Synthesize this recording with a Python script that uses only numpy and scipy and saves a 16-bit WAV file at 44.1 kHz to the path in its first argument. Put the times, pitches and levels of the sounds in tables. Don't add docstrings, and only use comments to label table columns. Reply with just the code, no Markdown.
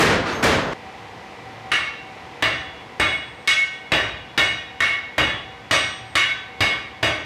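import sys
import numpy as np
from scipy import signal
from scipy.fft import rfft, irfft
from scipy.io import wavfile
from scipy.ndimage import uniform_filter1d

SR = 44100
rng = np.random.default_rng(int(sys.argv[2]) if len(sys.argv) > 2 else 0)


def persist_wave(psi):
    counts = np.round(np.clip(psi, -1, 1) * 32767).astype(np.int16)
    wavfile.write(sys.argv[1], SR, np.atleast_2d(counts).T)


N = 319725
TIME = np.arange(N) / SR
TAIL = np.arange(SR) / SR
SCENE_CUT_S = 0.736
FREE_T60_S = 2.6

# (time [s], hammer, force [dB], bite into the hot iron [dB], main note [dB],
# drive into the upper modes [dB], hardness of the contact [dB], glancing [yes/no])
BLOWS = [(1.717, "hand", 2.5, -1.5, -2, -11.5, -1.5, False),
         (2.4244, "first sledge", 1.8, -2, -4.5, -4.5, -3.5, False),
         (2.998, "second sledge", 2.5, -1.5, 1, -1, -4, True),
         (3.4748, "hand", -0.2, -1.5, 8.5, 9.5, 10, False),
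         (3.919, "first sledge", 3.2, 1.5, -10, 2, -2, False),
         (4.377, "second sledge", 2.8, -1.5, -.5, 3, 2.5, False),
         (4.8048, "hand", 3.5, 0, 2.5, -4, -3, False),
         (5.181, "first sledge", 2.5, 1.3, -2, 2, -2.5, False),
         (5.7106, "second sledge", 3.3, -1, -3.5, -0.5, 8.5, True),
         (6.154, "hand", 4.5, -1, 1.8, 3, 1.3, False),
         (6.6061, "first sledge", 1.2, 0.8, 0.5, 1.5, 3, False),
         (7.0286, "second sledge", -1.5, 4.5, -1.5, 4.5, 4, False)]


def anvil():
    out = np.zeros(N)
    for s, hammer, force_db, *landing in BLOWS:
        add(out, s, amp(force_db) * blow(s, hammer, *landing))
    return out


HAMMER_VOICES = {"hand": (-6.5, -4.5, 2.7), "first sledge": (1.8, -1.8, 5.3),
                 "second sledge": (1.7, -1.4, -1.5)}
NOTE_HOLDS = {"hand": .15, "first sledge": .11, "second sledge": .125}
# (frequency [Hz], level [dB], t60 [s])
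UPPER_MODES = [(1528, -26, .6), (1880, -26, .35), (2455, -30, .3), (2665, -28, .15), (2880, -20, .25),
               (2905, -29, .15), (3187, -35, .3), (3808, -27, .2)]
SINGING_MODE = [(3392, -26, .4)]
SHIMMER_MODES = [(4613, -42, .15), (5717, -39, .4), (5850, -35, .2), (6280, -42, .2), (6428, -44, .3),
                 (6525, -40, .3), (6767, -46, .3), (7897, -43, .2), (8053, -41, .25), (8274, -40, .4),
                 (8945, -46, .15), (9755, -45, .2), (10188, -51, .2)]
BAR_MODES = [(1147, -36, .2), (1755, -30, .2), (2752, -28, .2)]
BLOCK_MODES = [(115.6, -33, 0.15), (309, -30, 0.21)]
HEAD_PINGS = {"hand": (9020, -40, 0.048), "first sledge": (12000, -46, 0.09),
              "second sledge": (14040, -44, 0.17)}
GLANCING_PING = [(8385, -32.5, .55)]


def blow(s, hammer, bite_db, note_db, drive_db, hardness_db, glancing, strike_db=19):
    weight_db, modes_db, bar_db = HAMMER_VOICES[hammer]
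    thud_db = weight_db + bite_db
    crack_db = 1.9 + 0.68 * hardness_db
    upper_db = modes_db + drive_db
    singing_db = upper_db + 7.5 - 1.3 * s
    room = workshop(echo_db=-4.5, build_s=0.0051, scatter_s=0.00099)
    out = amp(strike_db) * signal.fftconvolve(contact(thud_db, crack_db), room)[:SR]
    out += amp(note_db) * main_note(NOTE_HOLDS[hammer])
    out += amp(upper_db) * ring(UPPER_MODES, wet=5.2, free_db=-21.5)
    out += amp(singing_db) * ring(SINGING_MODE, wet=5.8, free_db=-14)
    out += amp(hardness_db - 3) * ring(SHIMMER_MODES, wet=4.5, free_db=-50)
    out += amp(bar_db - 0.33 * drive_db) * ring(BAR_MODES, wet=3.0)
    out += amp(thud_db) * ring(BLOCK_MODES, wet=0.5)
    return out + ring(GLANCING_PING if glancing else [HEAD_PINGS[hammer]], wet=0.99)


# (frequency [Hz], level [dB])
STRIKE_SPECTRUM = [(35, -22), (60, 1.5), (120, 3.5), (190, -5.5), (300, -0.5), (950, -3), (1500, 1.5),
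                   (2400, 2), (3400, -4.5), (4300, -11), (8000, -22.5), (15000, -36.5)]
# (frequency [Hz], width [Hz], boost [dB])
CLANG_RESONANCES = [(648, 160, 7), (1151, 163, 8), (1877, 350, 7), (2910, 56, 10.5), (3770, 150, 10.5),
                    (4830, 420, 5.5)]


def contact(thud_db, crack_db, count=240):
    tilt = [(800, thud_db), (1350, 0), (1850, 0), (4500, crack_db)]  # (frequency [Hz], level [dB])
    overtones = np.column_stack([np.geomspace(500, 16000, count), 3.2 * rng.standard_normal(count)])

    def colour(hz):
        overtone_db = read(overtones, hz) * (hz > overtones[0, 0])
        clang_db = sum(db / (1 + (2 * (hz - mid) / width) ** 2) for mid, width, db in CLANG_RESONANCES)
        return read(STRIKE_SPECTRUM, hz) + read(tilt, hz) + overtone_db + clang_db
    return click(colour)


def main_note(hold_s, hz=2196.5, swell_hz=9.3, crest_s=0.048, waver=0.76, sag_db_per_s=26):
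    drift = unit(uniform_filter1d(uniform_filter1d(complex_noise(SR), size=1200), size=500))
    level = amp(-22 - sag_db_per_s * TAIL) * envelope(TAIL, .008, hold_s, fall_db_per_s=200)
    level += amp(-37 - 60 * TAIL / FREE_T60_S) * (1 - TAIL)
    swell = 1 + 0.4 * np.exp(2j * np.pi * swell_hz * (TAIL - crest_s))
    return level * ((swell + waver * drift) * np.exp(2j * np.pi * hz * TAIL)).imag


def ring(modes, wet, free_db=-27, beat_depth=0.95):
    t, out = TAIL[::32], np.zeros(SR)
    for hz, db, t60 in modes:
        room_t60 = read(ROOM_DECAY, hz)
        direct, room = amp(-60 * t / t60), amp(-60 * t / room_t60)
        reflected = signal.fftconvolve(direct, complex_noise(len(t)) * room)[:len(t)]
        swell = unit(unit(direct) + wet * unit(reflected)) * np.sqrt(np.mean(room ** 2))
        beat = 1 + beat_depth * np.exp(2j * np.pi * (rng.uniform(5.4, 6.5) * t + rng.random()))
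        swell += beat * amp(free_db - 60 * t / FREE_T60_S) * (1 - t) * (t60 / room_t60) ** 2
        out += amp(db) * (np.interp(TAIL, t, swell) * np.exp(2j * np.pi * hz * TAIL)).imag
    return out


# (time [s], level [dB])
POUNDS = [(0.0, 7), (.427, -1), (.438, 3.5)]
# (frequency [Hz], level [dB])
POUND_SPECTRUM = [(30, -17), (70, -1), (130, -0.5), (300, 3.5), (500, 4), (800, -1.5), (1700, 0),
                  (3500, -9.5), (7000, -18), (15000, -31)]
DRIVE_SPECTRUM = [(30, -13), (110, -4), (450, -1), (800, -3.5), (1500, -7), (3500, -27), (7000, -38),
                  (15000, -59)]
EXHAUST_SPECTRUM = [(300, -8), (1500, 8), (4500, -5), (8000, -19.5), (15000, -42)]
RAM_LIFTS = [0.248, .715]
# (time [s], level [dB])
RAM_RUBS = [(.31, -46), (.58, -54)]
# (frequency [Hz], width [Hz], level [dB])
SQUEAK_TONES = [(6380, 22, 4.5), (11700, 130, -12)]


def power_hammer(pound_db=28, run_db=-27, exhaust_db=-27):
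    out = amp(run_db) * noise(DRIVE_SPECTRUM)
    puffs = sum(envelope(TIME - s, rise_s=.023, hold_s=.045, fall_db_per_s=110) for s in RAM_LIFTS)
    out += amp(exhaust_db) * puffs * noise(EXHAUST_SPECTRUM)
    rub = sum(amp(db) * envelope(TIME - s, rise_s=.035, hold_s=.015, fall_db_per_s=104)
              for s, db in RAM_RUBS)
    out += rub * sum(amp(db) * whistle(hz, width) for hz, width, db in SQUEAK_TONES)
    impact = click(lambda hz: read(POUND_SPECTRUM, hz))
    for s, db in POUNDS:
        room = workshop(echo_db=-15.0, build_s=0.0056)
        add(out, s, amp(pound_db + db) * signal.fftconvolve(impact, room))
    return out * np.clip((SCENE_CUT_S - TIME) / .002, 0, 1)


# (frequency [Hz], level [dB])
FIRE_SPECTRUM = [(30, -27), (60, -7), (100, 0), (200, -1), (560, -4.5), (1100, -4), (1350, -8), (2200, -7),
                 (3000, -11.5), (5400, -22), (15000, -45.5)]
# (frequency [Hz], level [dB])
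BLOWER_TONES = [(76, -61), (113, -54), (479, -54), (764.4, -47), (2362, -61)]
# (frequency [Hz], width [Hz], level [dB])
FLUE_RESONANCES = [(484, 50, -4.5), (766, 130, -0.5), (950, 120, -2), (1970, 85, -3.5)]
# (time [s], level [dB])
BACKGROUND_LEVEL = [(2.4, 0.03), (3.3, -1.9)]


def hearth(fire_db=-40.5, flue_db=-48):
    hum = sum(amp(db) * whistle(hz, width_hz=2.7) for hz, db in BLOWER_TONES)
    flue = sum(amp(flue_db + db) * whistle(hz, width) for hz, width, db in FLUE_RESONANCES)
    fire = amp(fire_db) * noise(FIRE_SPECTRUM)
    level = amp(np.interp(TIME, *np.transpose(BACKGROUND_LEVEL))) * (TIME > SCENE_CUT_S)
    return level * (fire + hum + level * flue)


# (frequency [Hz], t60 [s])
ROOM_DECAY = [(80, 0.87), (500, 0.58), (1500, 0.6), (4000, 0.61), (8000, 0.41), (15000, 0.24)]
# (nominal delay [s], relative gain)
ARRIVALS = [(0, 0.43), (.0022, 0.91), (.0042, 0.6), (0.012, 0.15), (0.0151, 0.55), (0.022, 0.25),
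            (.029, 0.42)]


def workshop(echo_db, build_s, scatter_s=0.00045):
    hz, t, spectra = signal.stft(rng.standard_normal(SR), SR, nperseg=256)
    decay = amp(-60 * t / read(ROOM_DECAY, hz)[:, None])
    tail = signal.istft(spectra * decay, SR, nperseg=256)[1][:SR]
    tail *= 1 - np.exp(-TAIL / build_s)
    tail /= np.linalg.norm(tail)
    for delay, gain in ARRIVALS:
        echo = rng.standard_normal(SR // 100) * np.exp(-TAIL[:SR // 100] / (scatter_s + delay / 10))
        add(tail, delay * rng.uniform(.93, 1.4), gain * amp(echo_db) * echo / np.linalg.norm(echo))
    return tail


def amp(db):
    return 10 ** (np.asarray(db) / 20)


def read(points, hz):
    f, value = np.transpose(points)
    return np.interp(np.log(hz + 1), np.log(f), value)


def unit(x):
    return x / np.sqrt(np.mean(abs(x) ** 2) + 1e-20)


def add(mix, s, sound):
    part = mix[max(round(s * SR), 0):][:len(sound)]
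    part += sound[:len(part)]


def envelope(t, rise_s, hold_s, fall_db_per_s):
    return np.clip(t / rise_s, 0, 1) * amp(-fall_db_per_s * np.maximum(t - rise_s - hold_s, 0))


def complex_noise(size):
    return rng.standard_normal(size) + 1j * rng.standard_normal(size)


def noise(points):
    gain = amp(read(points, np.fft.rfftfreq(N, 1 / SR)))
    return unit(irfft(rfft(rng.standard_normal(N)) * gain, N))


def whistle(hz, width_hz):
    drift = signal.lfilter([1], [1, -np.exp(-np.pi * width_hz / SR)], complex_noise(N))
    return unit((uniform_filter1d(drift, size=100) * np.exp(2j * np.pi * hz * TIME)).real)


def click(colour, size=4096):
    log_gain = np.log(amp(colour(abs(np.fft.fftfreq(size, 1 / SR)))))
    return np.fft.ifft(np.exp(np.conj(signal.hilbert(log_gain)))).real[:size // 2]


def scene():
    return (power_hammer() + anvil() + hearth())[None]


def hold_peaks(db, fall_db_per_s):
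    fall = TIME * fall_db_per_s
    return np.maximum.accumulate(db + fall) - fall


def record(dry, limit_db=-15.0, attack_s=0.00044, ceiling=0.46, low_cut_hz=36, high_cut_hz=15200):
    sound = signal.sosfilt(signal.butter(3, low_cut_hz, "high", fs=SR, output="sos"), dry)
    power_db = 10 * np.log10(abs(uniform_filter1d(sound[0] ** 2, size=200)) + 1e-12)
    over_db = np.maximum(hold_peaks(power_db, fall_db_per_s=130) - limit_db, 0)
    ducked_db = np.minimum(over_db, 5) * (TIME > SCENE_CUT_S)
    over_db = np.maximum(over_db, hold_peaks(ducked_db, fall_db_per_s=11))
    lag = np.exp(-1 / (attack_s * SR))
    held = sound * amp(-.8 * signal.lfilter([1 - lag], [1, -lag], over_db))
    rounded = held / (1 + (held / ceiling) ** 4) ** (1 / 4)
    high_cut = signal.firwin(401, high_cut_hz, window=("kaiser", 9), fs=SR)
    return signal.oaconvolve(rounded, high_cut[None], "same")


dry = scene()
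out = record(dry)
persist_wave(out)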